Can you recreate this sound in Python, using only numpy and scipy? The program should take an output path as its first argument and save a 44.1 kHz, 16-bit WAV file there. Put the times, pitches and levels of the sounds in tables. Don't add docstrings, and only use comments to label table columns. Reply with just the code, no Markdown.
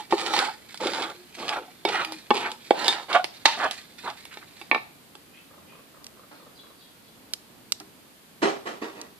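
import sys
import numpy as np
from scipy import signal
from scipy.fft import rfft, irfft, next_fast_len
from scipy.io import wavfile
from scipy.ndimage import uniform_filter1d, map_coordinates

SR = 44100
rng = np.random.default_rng(int(sys.argv[2]) if len(sys.argv) > 2 else 0)


def unload_wav(signal):
    wavfile.write(
        sys.argv[1],
        SR,
        np.round(np.clip(np.atleast_2d(signal).T, -1, 1) * 32767).astype(np.int16),
    )


N = 405279

# f/Hz, level/dB
RUSH_SPECTRUM = [(22, -24), (115, -5.5), (243, -1), (544, -9), (845, -11), (1110, -12.5), (2000, -27.5),
                 (2600, -50), (4400, -120)]
# t/s, level/dB
RUSH_LEVEL = [(5, -55.5), (6.8, -56), (8.2, -56.5)]
# f/Hz, correlation
RUSH_CORRELATION = [(60, 0.71), (290, 0.57), (640, 0.266), (1400, 0.034), (3000, 0.51)]
# f/Hz, level/dB
HISS_SPECTRUM = [(500, -25.5), (1300, 1.5), (3000, 1), (4600, 0), (5600, -5.5), (13500, -2.5), (15000, -11)]
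# f/Hz, t60/s
YARD_DECAY = [(200, 0.4), (1000, 0.37), (4000, 0.43), (12000, 0.12)]
# f/Hz, level/dB
YARD_SPECTRUM = [(200, -22.5), (800, -13.5), (2000, -18), (4500, -11), (12000, -2.5)]
# f/Hz, t60/s
EARLY_DECAY = [(200, 0.049), (12000, 0.052)]
# f/Hz, level/dB
EARLY_SPECTRUM = [(300, -17), (700, -11.5), (1500, -2), (4000, -5), (12000, -7.5)]
# t/s, length/s, start f/Hz, end f/Hz, level/dB
BIRD_CHIRPS = [(5.313, 0.124, 2445, 2650, -60), (5.66, 0.133, 2384, 2570, -62.5)]
# t/s, top f/Hz, level/dB
BIRD_CALLS = [(6.325, 4850, -66), (6.55, 4620, -58), (6.783, 4450, -60.5), (7.04, 4620, -66)]
HOOT_ONSETS_S = [0, 0.025, 0.067]
# t/s, level/dB, rise/s, t60/s, thump offset/dB
DIRT_BUMPS = [(6.31, -51.5, 0.0033, 0.33, -14), (7.803, -44.5, 0.0018, 0.059, -4),
              (8.415, -21.5, 0.013, 0.32, 2), (8.653, -35, .007, 0.37, -8), (8.813, -39, 0.0055, 0.41, 5),
              (8.94, -42, 0.043, 0.38, 2)]
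# f/Hz, level/dB, t60/s
THUMP_MODES = [(149, -14.5, .11), (223, -5.5, 0.11), (310, 1, 0.15), (398, -6, 0.42)]
# f/Hz, level/dB
DIRT_SPECTRUM = [(50, -34), (138, -20), (215, -6), (295, 1), (420, 0), (520, -4.5), (816, -6.5),
                 (1000, -8.5), (1270, -10.5), (1900, -15.5), (4950, -26), (9000, -37.5), (15000, -71.5)]
# t/s, level/dB
SPOON_TICKS = [(6.044, -25), (6.067, -21.5), (7.336, -7), (7.722, -2), (7.801, -23.5), (9.015, -18.5)]
# f/Hz, level/dB
JAR_SPECTRUM = [(200, -14), (900, -10), (1600, -6.5), (2500, -2.5), (4300, 7), (5600, 6.5), (6600, 2.5),
                (10500, -6), (15000, -18)]
# f/Hz, level struck inside/dB, level struck on rim/dB, t60/s
BASIN_MODES = [(233, -6, -2.5, .07), (336, 1, -6.5, .07), (404.3, -8, -9, .11), (525, -3.5, -12, .04),
               (750, -1.5, 2, 0.037), (830.5, 2.5, -6, 0.093), (886.5, -3, -1, 0.1),
               (1144, -1.5, 7.5, 0.035), (1789, -14.5, -2, 0.14), (2242, -6.5, 5.5, 0.081),
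               (2365, -9, 6, .05), (2687, -3.5, 1, .04), (3360, -9, -12, 0.054), (3515, -11.5, -43, 0.036),
               (3658, -12, -13.5, 0.12), (4145, -14.5, -14, 0.055), (4805, -11, -22, 0.032),
               (5080, -18, -22, 0.033), (7570, -22, -44, .06)]
# t/s, level/dB, t60/s
CRACK_BURSTS = [(0.105, -37, .12), (0.179, -32.5, 0.18), (.26, -31.5, 0.11), (.335, -28, 0.086),
                (0.361, -27, 0.29), (0.803, -41.5, 0.072), (.833, -35, 0.14), (0.867, -30.5, 0.18),
                (0.932, -33, 0.16), (1.02, -32, 0.042), (1.385, -44, 0.13), (1.477, -34, 0.13),
                (1.491, -30.5, 0.019), (1.886, -31.5, 0.043), (2.353, -30.5, 0.15), (2.84, -31.5, 0.29),
                (2.922, -30.5, 0.11), (4.1, -41, 0.044)]
# f/Hz, level/dB
CRACK_SPECTRUM = [(300, -20), (800, 7), (1500, -2.5), (2400, 4.5), (3600, 2.5), (4900, 0.5), (6000, -12),
                  (7600, -10), (11000, -20), (15000, -53)]
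# t/s, level/dB
SPICE_SPILLS = [(0.684, -45), (1.34, -44), (2.118, -41), (2.642, -46.5), (3.33, -49), (3.71, -34),
                (3.979, -42), (4.164, -47), (4.321, -47), (4.566, -48)]
# t/s, length/s, start f/Hz, end f/Hz, level/dB, roughness 0-1
BLADE_JUDDERS = [(1.111, 0.18, 360, 353, -55.5, 0.25), (2.025, .19, 323, 311, -47.5, 0.22),
                 (3.137, 0.047, 672.5, 790, -16.5, 0.4), (3.174, 0.059, 747, 702, -28.5, .45),
                 (3.453, 0.072, 880, 920, -30.5, 0.3)]
# t/s, rise/s, fall/s, start f/Hz, end f/Hz, level/dB
BLADE_RASPS = [(.385, 0.02, 0.12, 1300, 950, -30), (1.02, 0.02, 0.086, 2580, 650, -41.5),
               (1.521, 0.0098, 0.014, 1760, 1400, -31.5), (1.545, 0.025, 0.038, 1200, 600, -30),
               (1.9, 0.066, 0.05, 1900, 1270, -29.5), (1.985, 0.021, 0.031, 1390, 850, -28),
               (2.4, 0.073, 0.027, 1960, 1180, -30.5), (3.09, 0.019, 0.035, 1250, 1360, -33),
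               (3.142, 0.011, 0.027, 1450, 1250, -20), (3.455, 0.0023, 0.0097, 3940, 3670, -14),
               (3.46, .008, 0.13, 3200, 2850, -32), (3.58, .038, .02, 1290, 1240, -29.5),
               (3.624, .028, .026, 1100, 760, -23.5), (4.04, .033, .04, 1080, 900, -35),
               (4.305, 0.0097, 0.09, 1800, 1660, -47.5), (4.405, .025, 0.032, 1500, 1200, -50)]
# start t/s, hardest push t/s, lift t/s, level at push/dB, swell before/dB, easing after/dB,
# drum offset/dB, crunch offset/dB, pitch factor
STIR_STROKES = [(-.03, 0, .019, -41.5, 3, 8.5, -8, 7.5, 1.1),
                (.101, .403, .515, -29.5, 12.5, 11, -5.5, 2.5, 1.08),
                (.797, 1.005, 1.11, -33.5, 3.5, 8, 0, -1.5, 1),
                (1.368, 1.53, 1.717, -31.5, 12, 28.5, -5, -5, .97),
                (1.866, 2.01, 2.113, -29.5, 1.5, 14.5, -9.5, -7, 1.02),
                (2.328, 2.482, 2.565, -35.5, 0, 19, -3, -2.5, 1.04),
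                (2.733, 2.857, 3.023, -28.5, 16, 12.5, -6.5, -1, 1.08),
                (3.08, 3.159, 3.19, -21, 20, 13, -14, -8, .92),
                (3.449, 3.47, 3.55, -30, 2, 10, -12, 2, 1.12),
                (3.564, 3.652, 3.774, -26.5, 13, 33, -14, -10, .95),
                (4.034, 4.081, 4.118, -32.5, 9, 10, -8, -9, 1.03)]
# f/Hz, level/dB
DRUM_SPECTRUM = [(60, -38.5), (150, -13.5), (250, -4), (380, 0), (520, -3), (700, -13), (1500, -51)]
# f/Hz, level/dB
DRAG_SPECTRUM = [(200, -36.5), (450, -14.5), (640, -3.5), (790, 3), (920, -2.5), (1030, -8.5), (1180, -1),
                 (1500, -8), (2000, -13.5), (2600, -12), (3600, -14), (8000, -58.5)]
# f/Hz, level/dB
CRUNCH_SPECTRUM = [(600, -32.5), (1600, 0), (2400, 3), (3000, -4), (3550, 2), (4500, 1.5), (5200, -4),
                   (6000, -9), (7600, -7.5), (11000, -16), (15000, -43.5)]
# t/s, level/dB, tilt/(dB/octave), contact/ms, t60 factor, wall drive/dB
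SPATULA_BLOWS = [(.124, -6, -3, 0.12, 0.96, 1.5), (.132, -7.5, -3, 0.95, 0.95, -2),
                 (.337, -13.5, 1.5, .14, .8, -15), (.39, -9, 8, 0.16, .35, 2),
                 (.744, -28, 3.5, 0.088, .13, -6), (.775, -29.5, 13, 0.17, .25, -3),
                 (.835, -20.5, -3.5, 0.12, 0.7, 3), (1.851, -8, 0.5, 0.078, .85, -1.5),
                 (2.048, -17.5, 7, 0.12, 0.19, 4), (2.122, -22.5, 3.5, 0.063, 0.15, -5),
                 (2.306, -6.5, -0.5, 0.12, 0.28, 1), (2.31, -1, 4, 0.72, 0.68, -5.5),
                 (2.517, -24, 9, 0.16, .25, -7.5), (2.7075, -16, 2.5, 0.13, 0.11, 0.5),
                 (2.708, 1.5, 0.5, 0.46, 0.44, -3), (2.881, -5, 7.5, 0.15, 0.97, -1.5),
                 (3.129, -14.5, 7, .2, .55, -2), (3.243, -13.5, 2.5, 0.1, 0.13, 10.5),
                 (3.456, 0.5, 6.5, 0.25, 0.39, -2), (3.711, -18.5, 7, 0.12, 0.2, -12),
                 (4.253, -31, 5, 0.072, .31, 5), (4.372, -26.5, 0, 0.13, .22, 6),
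                 (4.614, -27.5, 2, 0.077, 0.89, 3), (5.153, -33, 3.5, 0.096, 0.46, -14)]
# t/s, level/dB, contact/ms
RIM_BOUNCES = [(4.714, -3.5, 0.25), (4.729, -15, 1), (4.747, -8.5, 0.18), (4.76, -14.5, 0.94),
               (4.778, -23.5, .25)]

STIR_END_S, TOP_HZ = 4.7, 15000


def amp(db):
    return 10 ** (np.asarray(db) / 20)


def unit(x):
    return x / np.sqrt(np.mean(x ** 2) + 1e-20)


def along(points, hz):
    f, v = np.transpose(points)
    return np.interp(np.log(hz + 1), np.log(f + 1), v)


def wobble(rate_hz):
    knots = rng.standard_normal(int(N * rate_hz / SR) + 4)
    return map_coordinates(knots, [np.arange(N) * rate_hz / SR])


def grains(rate_hz, spread_db, size=N):
    impulses = (rng.random(size) < rate_hz / SR) * rng.choice([-1, 1], size)
    return unit(impulses * amp(spread_db * np.clip(rng.standard_normal(size), -2, 2)))


def add(track, s, x):
    part = track[max(round(s * SR), 0):][:len(x)]
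    part += x[:len(part)]


def filtered(x, response):
    n = x.shape[-1]
    m = next_fast_len(n + 8192)
    return irfft(rfft(x, m) * response(np.fft.rfftfreq(m, 1 / SR)), m)[..., :n]


def coloured(x, spectrum, size=2048):
    cepstrum = irfft(np.log(amp(along(spectrum, np.fft.rfftfreq(size, 1 / SR)))))
    cepstrum[1:size // 2] *= 2
    cepstrum[size // 2 + 1:] = 0
    return signal.oaconvolve(x, irfft(np.exp(rfft(cepstrum))))[:len(x)]


def placed(x, lag_ms, left_db, treble_left_db):
    def response(hz):
        shade_db = along([(400, left_db), (8000, treble_left_db)], hz)
        left = amp(shade_db / 2) * np.exp(-1j * np.pi * hz * lag_ms / 1e3)
        return np.array([left, 1 / left])
    return filtered(x, response)


def reflections(x, decay, spectrum, blocks=24):
    out, n = np.zeros((2, N)), int(SR * max(t60 for _, t60 in decay)) + 512
    send, step = coloured(x, spectrum), N // blocks + 1
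    for start in range(0, N, step):
        hz, t, z = signal.stft(rng.standard_normal((2, n)), SR, nperseg=128)
        tails = signal.istft(z * amp(-60 * t / along(decay, hz)[:, None]), SR, nperseg=128)[1]
        for channel, tail in zip(out, tails):
            echo = signal.fftconvolve(send[start:start + step], tail / np.linalg.norm(tail))
            add(channel, start / SR, echo)
    return out


def fire_and_air():
    def mid_side(hz):
        angle = np.arccos(np.clip(along(RUSH_CORRELATION, hz), -1, 1)) / 2
        return amp(along(RUSH_SPECTRUM, hz)) * [np.cos(angle), np.sin(angle)]

    mid, side = filtered(rng.standard_normal((2, N)), mid_side)
    level_db = np.interp(np.arange(N) / SR, *np.transpose(RUSH_LEVEL))
    rush = amp(level_db + .8 * wobble(7)) * unit(np.array([mid + side, mid - side]))
    hiss = unit(filtered(rng.standard_normal((2, N)), lambda hz: amp(along(HISS_SPECTRUM, hz))))
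    return (rush + amp(-55.5) * hiss) * amp([[-.6], [.6]])


def birds():
    out = np.zeros(N)
    blur = wobble(170) + 1j * wobble(170)
    jitter = wobble(1600)

    def voice(s, hz, rasp_rad):
        span = slice(int(s * SR), int(s * SR) + len(hz))
        phase = 2 * np.pi * np.cumsum(hz) / SR + rasp_rad * jitter[span]
        return (blur[span] * np.exp(1j * phase)).real

    def note(s, length_s, start_hz, end_hz, db, rasp_rad):
        n = int(length_s * SR)
        tone = voice(s, np.linspace(start_hz, end_hz, n), rasp_rad)
        add(out, s, amp(db) * unit(tone * np.sqrt(np.hanning(n))))

    for chirp in BIRD_CHIRPS:
        note(*chirp, rasp_rad=.9)

    t = np.arange(SR // 3) / SR
    step_s, step_ratio, t60_s = .017, .855, .3
    envelope = np.minimum(t / .004, 1) * amp(-60 * t / t60_s)
    for s, top_hz, db in BIRD_CALLS:
        for k, note_db in enumerate([-5, 1.5, 1]):
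            onset_s = s + k * step_s
            hz = top_hz * step_ratio ** k * (1 + .08 * np.exp(-t / .006))
            add(out, onset_s, amp(db + note_db) * envelope * unit(voice(onset_s, hz, rasp_rad=.6)))

    first_s, period_s, slowing_s = 5.507, .21, .003
    for hoot in range(6):
        for offset_s in HOOT_ONSETS_S:
            s = first_s + hoot * period_s + hoot ** 2 * slowing_s + offset_s
            note(s, .0173, 1327, 1024, db=-59, rasp_rad=.62)
            note(s, .015, 596, 460, db=-61.5, rasp_rad=.19)
    return out


def shuffles_and_thuds():
    force, thumps, t = np.zeros(N), np.zeros(N), np.arange(SR // 2) / SR
    hz, mode_db, mode_t60_s = np.transpose(THUMP_MODES)[:, :, None]
    for s, db, rise_s, t60_s, thump_db in DIRT_BUMPS:
        swell = 1 - np.exp(-(t / rise_s) ** 2)
        add(force, s, amp(db + 6 - 60 * t / t60_s) * swell)
        phase = 2 * np.pi * (hz * t + rng.random(hz.shape))
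        ring = np.sum(amp(mode_db - 60 * t / mode_t60_s) * np.sin(phase), axis=0)
        add(thumps, s + rise_s / 2, amp(db + thump_db + 5.5) * swell * ring)
    return force * unit(coloured(grains(3000, spread_db=5.5), DIRT_SPECTRUM)) + thumps


def spoon(t60_s=.017):
    out, t = np.zeros(N), np.arange(SR // 20) / SR
    for s, db in SPOON_TICKS:
        contact = amp(-60 * t / t60_s) * rng.standard_normal(len(t))
        contact[0] += 6
        tick = coloured(contact, JAR_SPECTRUM)
        add(out, s, amp(db - 1.5) * tick / np.abs(tick).max())
    return out


def crunches():
    out, t = np.zeros(N), np.arange(SR // 6) / SR
    for s, db, t60_s in CRACK_BURSTS:
        envelope = amp(-60 * t / t60_s) * (1 - np.exp(-t / .0015))
        burst = coloured(envelope * grains(1000, spread_db=4.5, size=len(t)), CRACK_SPECTRUM)
        add(out, s, amp(db) * burst / np.std(burst[:SR // 50]))
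    return out


def spill_gain(rustle_db=-57.5, rise_s=.006, fall_db_per_s=170.5):
    t = np.arange(SR // 2) / SR
    gain = amp(rustle_db) * (np.arange(N) / SR < STIR_END_S)
    for s, db in SPICE_SPILLS:
        add(gain, s, amp(db - fall_db_per_s * t) * (1 - np.exp(-t / rise_s)))
    return gain


def judders():
    out = np.zeros(N)
    waver, grip = wobble(300), wobble(260)
    for s, length_s, start_hz, end_hz, db, rough in BLADE_JUDDERS:
        n, at = int(length_s * SR), int(s * SR)
        hz = np.linspace(start_hz, end_hz, n) * (1 + .1 * rough * waver[at:at + n])
        phase = 2 * np.pi * np.cumsum(hz) / SR
        groan = (np.sin(phase) + rough / 2 * np.sin(2 * phase)) * amp(7 * rough * grip[at:at + n])
        add(out, s, amp(db) * unit(groan * np.hanning(n)))
    return out


def rasps(half_width_oct=.59, skirt_db=-25):
    out, t = np.zeros(N), np.arange(SR // 4) / SR
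    for s, rise_s, fall_s, start_hz, end_hz, db in BLADE_RASPS:
        hz, frame_s, slips = signal.stft(grains(2600, spread_db=4, size=len(t)), SR, nperseg=256)
        centre_hz = start_hz * (end_hz / start_hz) ** np.minimum(frame_s / (rise_s + fall_s), 1)
        detune = np.log2((hz[:, None] + 1) / centre_hz) / half_width_oct
        resonance = np.exp(-detune ** 2 / 2) + amp(skirt_db) / (1 + detune ** 2)
        rasp = signal.istft(slips * resonance, SR, nperseg=256)[1][:len(t)]
        add(out, s, amp(db) * np.interp(t, [0, rise_s, rise_s + fall_s], [0, 1, 0]) * unit(rasp))
    return out


def basin_ring(tilt_db_per_oct, contact_ms, t60_factor, wall_db, scatter_db, on_rim=False):
    t = np.arange(SR // 5) / SR
    hz, inside_db, rim_db, t60_s = np.transpose(BASIN_MODES)[:, :, None]
    mode_db = (rim_db if on_rim else inside_db) + scatter_db * rng.standard_normal(hz.shape)
    strength = amp(mode_db) * rng.choice([-1, 1], hz.shape)
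    modes = np.sum(strength * amp(-60 * t / (t60_s * t60_factor)) * np.sin(2 * np.pi * hz * t), axis=0)
    clack = coloured(rng.standard_normal(len(t)) * amp(-60 * t / .014),
                     [(150, 5.5), (300, 16), (800, 17), (1600, 10), (3600, 8), (5000, 4.5),
                      (6200, -7.5), (11000, -6.5), (15000, -25.5)])
    grid_hz, wall_hz = np.geomspace(30, SR / 2, 80), 2167
    tilt_db = tilt_db_per_oct * np.log2(np.maximum(grid_hz, 550) / 1e3)
    contact_db = -10 * np.log10(1 + (grid_hz * contact_ms / 1e3) ** 6)
    spot_db = wall_db * np.exp(-(np.log2(grid_hz / wall_hz) / .3) ** 2)
    edge_db = along([(40, -35), (130, -19), (300, 0)], grid_hz)
    return coloured(modes + clack, np.c_[grid_hz, tilt_db + contact_db + spot_db + edge_db])


def stroke_gains(bite_s=.012, release_db_per_s=400, settle_db_per_s=196.5):
    t, gains = np.arange(SR) / SR, np.zeros((3, N))
    for start_s, push_s, lift_s, db, swell_db, ease_db, drum_db, crunch_db, _ in STIR_STROKES:
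        now_s = max(start_s, 0) + t
        force_db = np.interp(now_s, [start_s, push_s, lift_s], [db - swell_db, db, db - ease_db])
        travel = np.clip((now_s - start_s) / (lift_s - start_s), 0, 1)
        lifted_s = np.maximum(now_s - lift_s, 0)
        bite = np.clip((now_s - start_s) / bite_s, 0, 1)
        settle_db = settle_db_per_s * lifted_s
        shares_db = [drum_db - 10.5 * travel - settle_db,
                     -release_db_per_s * lifted_s,
                     crunch_db - 5 * travel - settle_db]
        for gain, share_db in zip(gains, shares_db):
            add(gain, start_s, bite * amp(force_db + share_db))
    return gains


def shifting_resonances(x, depth_db):
    z = signal.stft(x, nperseg=512)[2]
    field = uniform_filter1d(rng.standard_normal(z.shape), 2, axis=0)
    field = uniform_filter1d(field, 10, axis=1)
    return signal.istft(z * amp(depth_db * unit(field)), nperseg=512)[1][:N]


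def stirring():
    drum_gain, drag_gain, crush_gain = stroke_gains()
    spice_gain = np.hypot(crush_gain, spill_gain())
    pressure_db = 1.1 * wobble(55)
    starts_s, *_, pitches = np.transpose(STIR_STROKES)
    starts_s = np.maximum(starts_s, 0)
    rings = [basin_ring(-1, contact_ms=.1, t60_factor=.7, wall_db=0, scatter_db=4) for _ in starts_s]

    def rubbed(slips, spectrum, pitches, ring_db):
        out = np.zeros(N)
        for s, end_s, pitch, ring in zip(starts_s, [*starts_s[1:], STIR_END_S], pitches, rings):
            stroke = slips[round(s * SR):round(end_s * SR)]
            friction = unit(coloured(stroke, np.multiply(spectrum, [pitch, 1])))
            ringing = unit(signal.fftconvolve(friction, ring)[:len(friction)])
            add(out, s, unit(friction + amp(ring_db) * ringing))
        return shifting_resonances(out, depth_db=3)

    drum = amp(3) * drum_gain * rubbed(grains(1500, spread_db=4), DRUM_SPECTRUM, pitches, ring_db=-9)
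    drag = amp(-1) * drag_gain * rubbed(grains(2200, spread_db=3.5), DRAG_SPECTRUM, pitches, ring_db=-8.5)
    swish = grains(2200, spread_db=3)
    flicker = amp(-4 + 2.6 * wobble(110))
    crunch = spice_gain * flicker * rubbed(swish, CRUNCH_SPECTRUM, np.ones_like(pitches), ring_db=-28)
    seeds = amp(-9) * spice_gain * coloured(grains(80, spread_db=6), CRACK_SPECTRUM)
    return amp(pressure_db) * (drum + drag + crunch) + seeds


def knocks():
    out = np.zeros(N)

    def strike(s, db, ring):
        add(out, s, amp(db - 9.5) * ring / np.std(ring[:SR // 200]))

    for s, db, *contact in SPATULA_BLOWS:
        strike(s, db, basin_ring(*contact, scatter_db=4.5))
    for s, db, contact_ms in RIM_BOUNCES:
        strike(s, db, basin_ring(1.5, contact_ms, t60_factor=.8, wall_db=0, scatter_db=1.5, on_rim=True))
    return out


def scene():
    blows = knocks()
    scrape = stirring() + rasps() + crunches() + judders()
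    ticks, bumps, song = spoon(), shuffles_and_thuds(), birds()
    basin = placed(blows + scrape, lag_ms=.061, left_db=-1.5, treble_left_db=-9)
    basin += reflections(blows + scrape, EARLY_DECAY, EARLY_SPECTRUM)
    jar = placed(ticks, lag_ms=.08, left_db=-2, treble_left_db=-5)
    ground = placed(bumps, lag_ms=-.26, left_db=-2.4, treble_left_db=-9)
    ground += reflections(amp(6) * bumps, EARLY_DECAY, EARLY_SPECTRUM)
    send = amp(2) * blows + amp(-4.5) * scrape + amp(-12) * ticks + amp(7.5) * bumps + amp(15.5) * song
    yard = reflections(send, YARD_DECAY, YARD_SPECTRUM)
    return basin + jar + ground + amp(1.5) * song + yard + fire_and_air()


def record(dry):
    return filtered(np.clip(dry, -1, 1), lambda hz: 1 / (1 + (hz / TOP_HZ) ** 120))


dry = scene()
out = record(dry)
unload_wav(out)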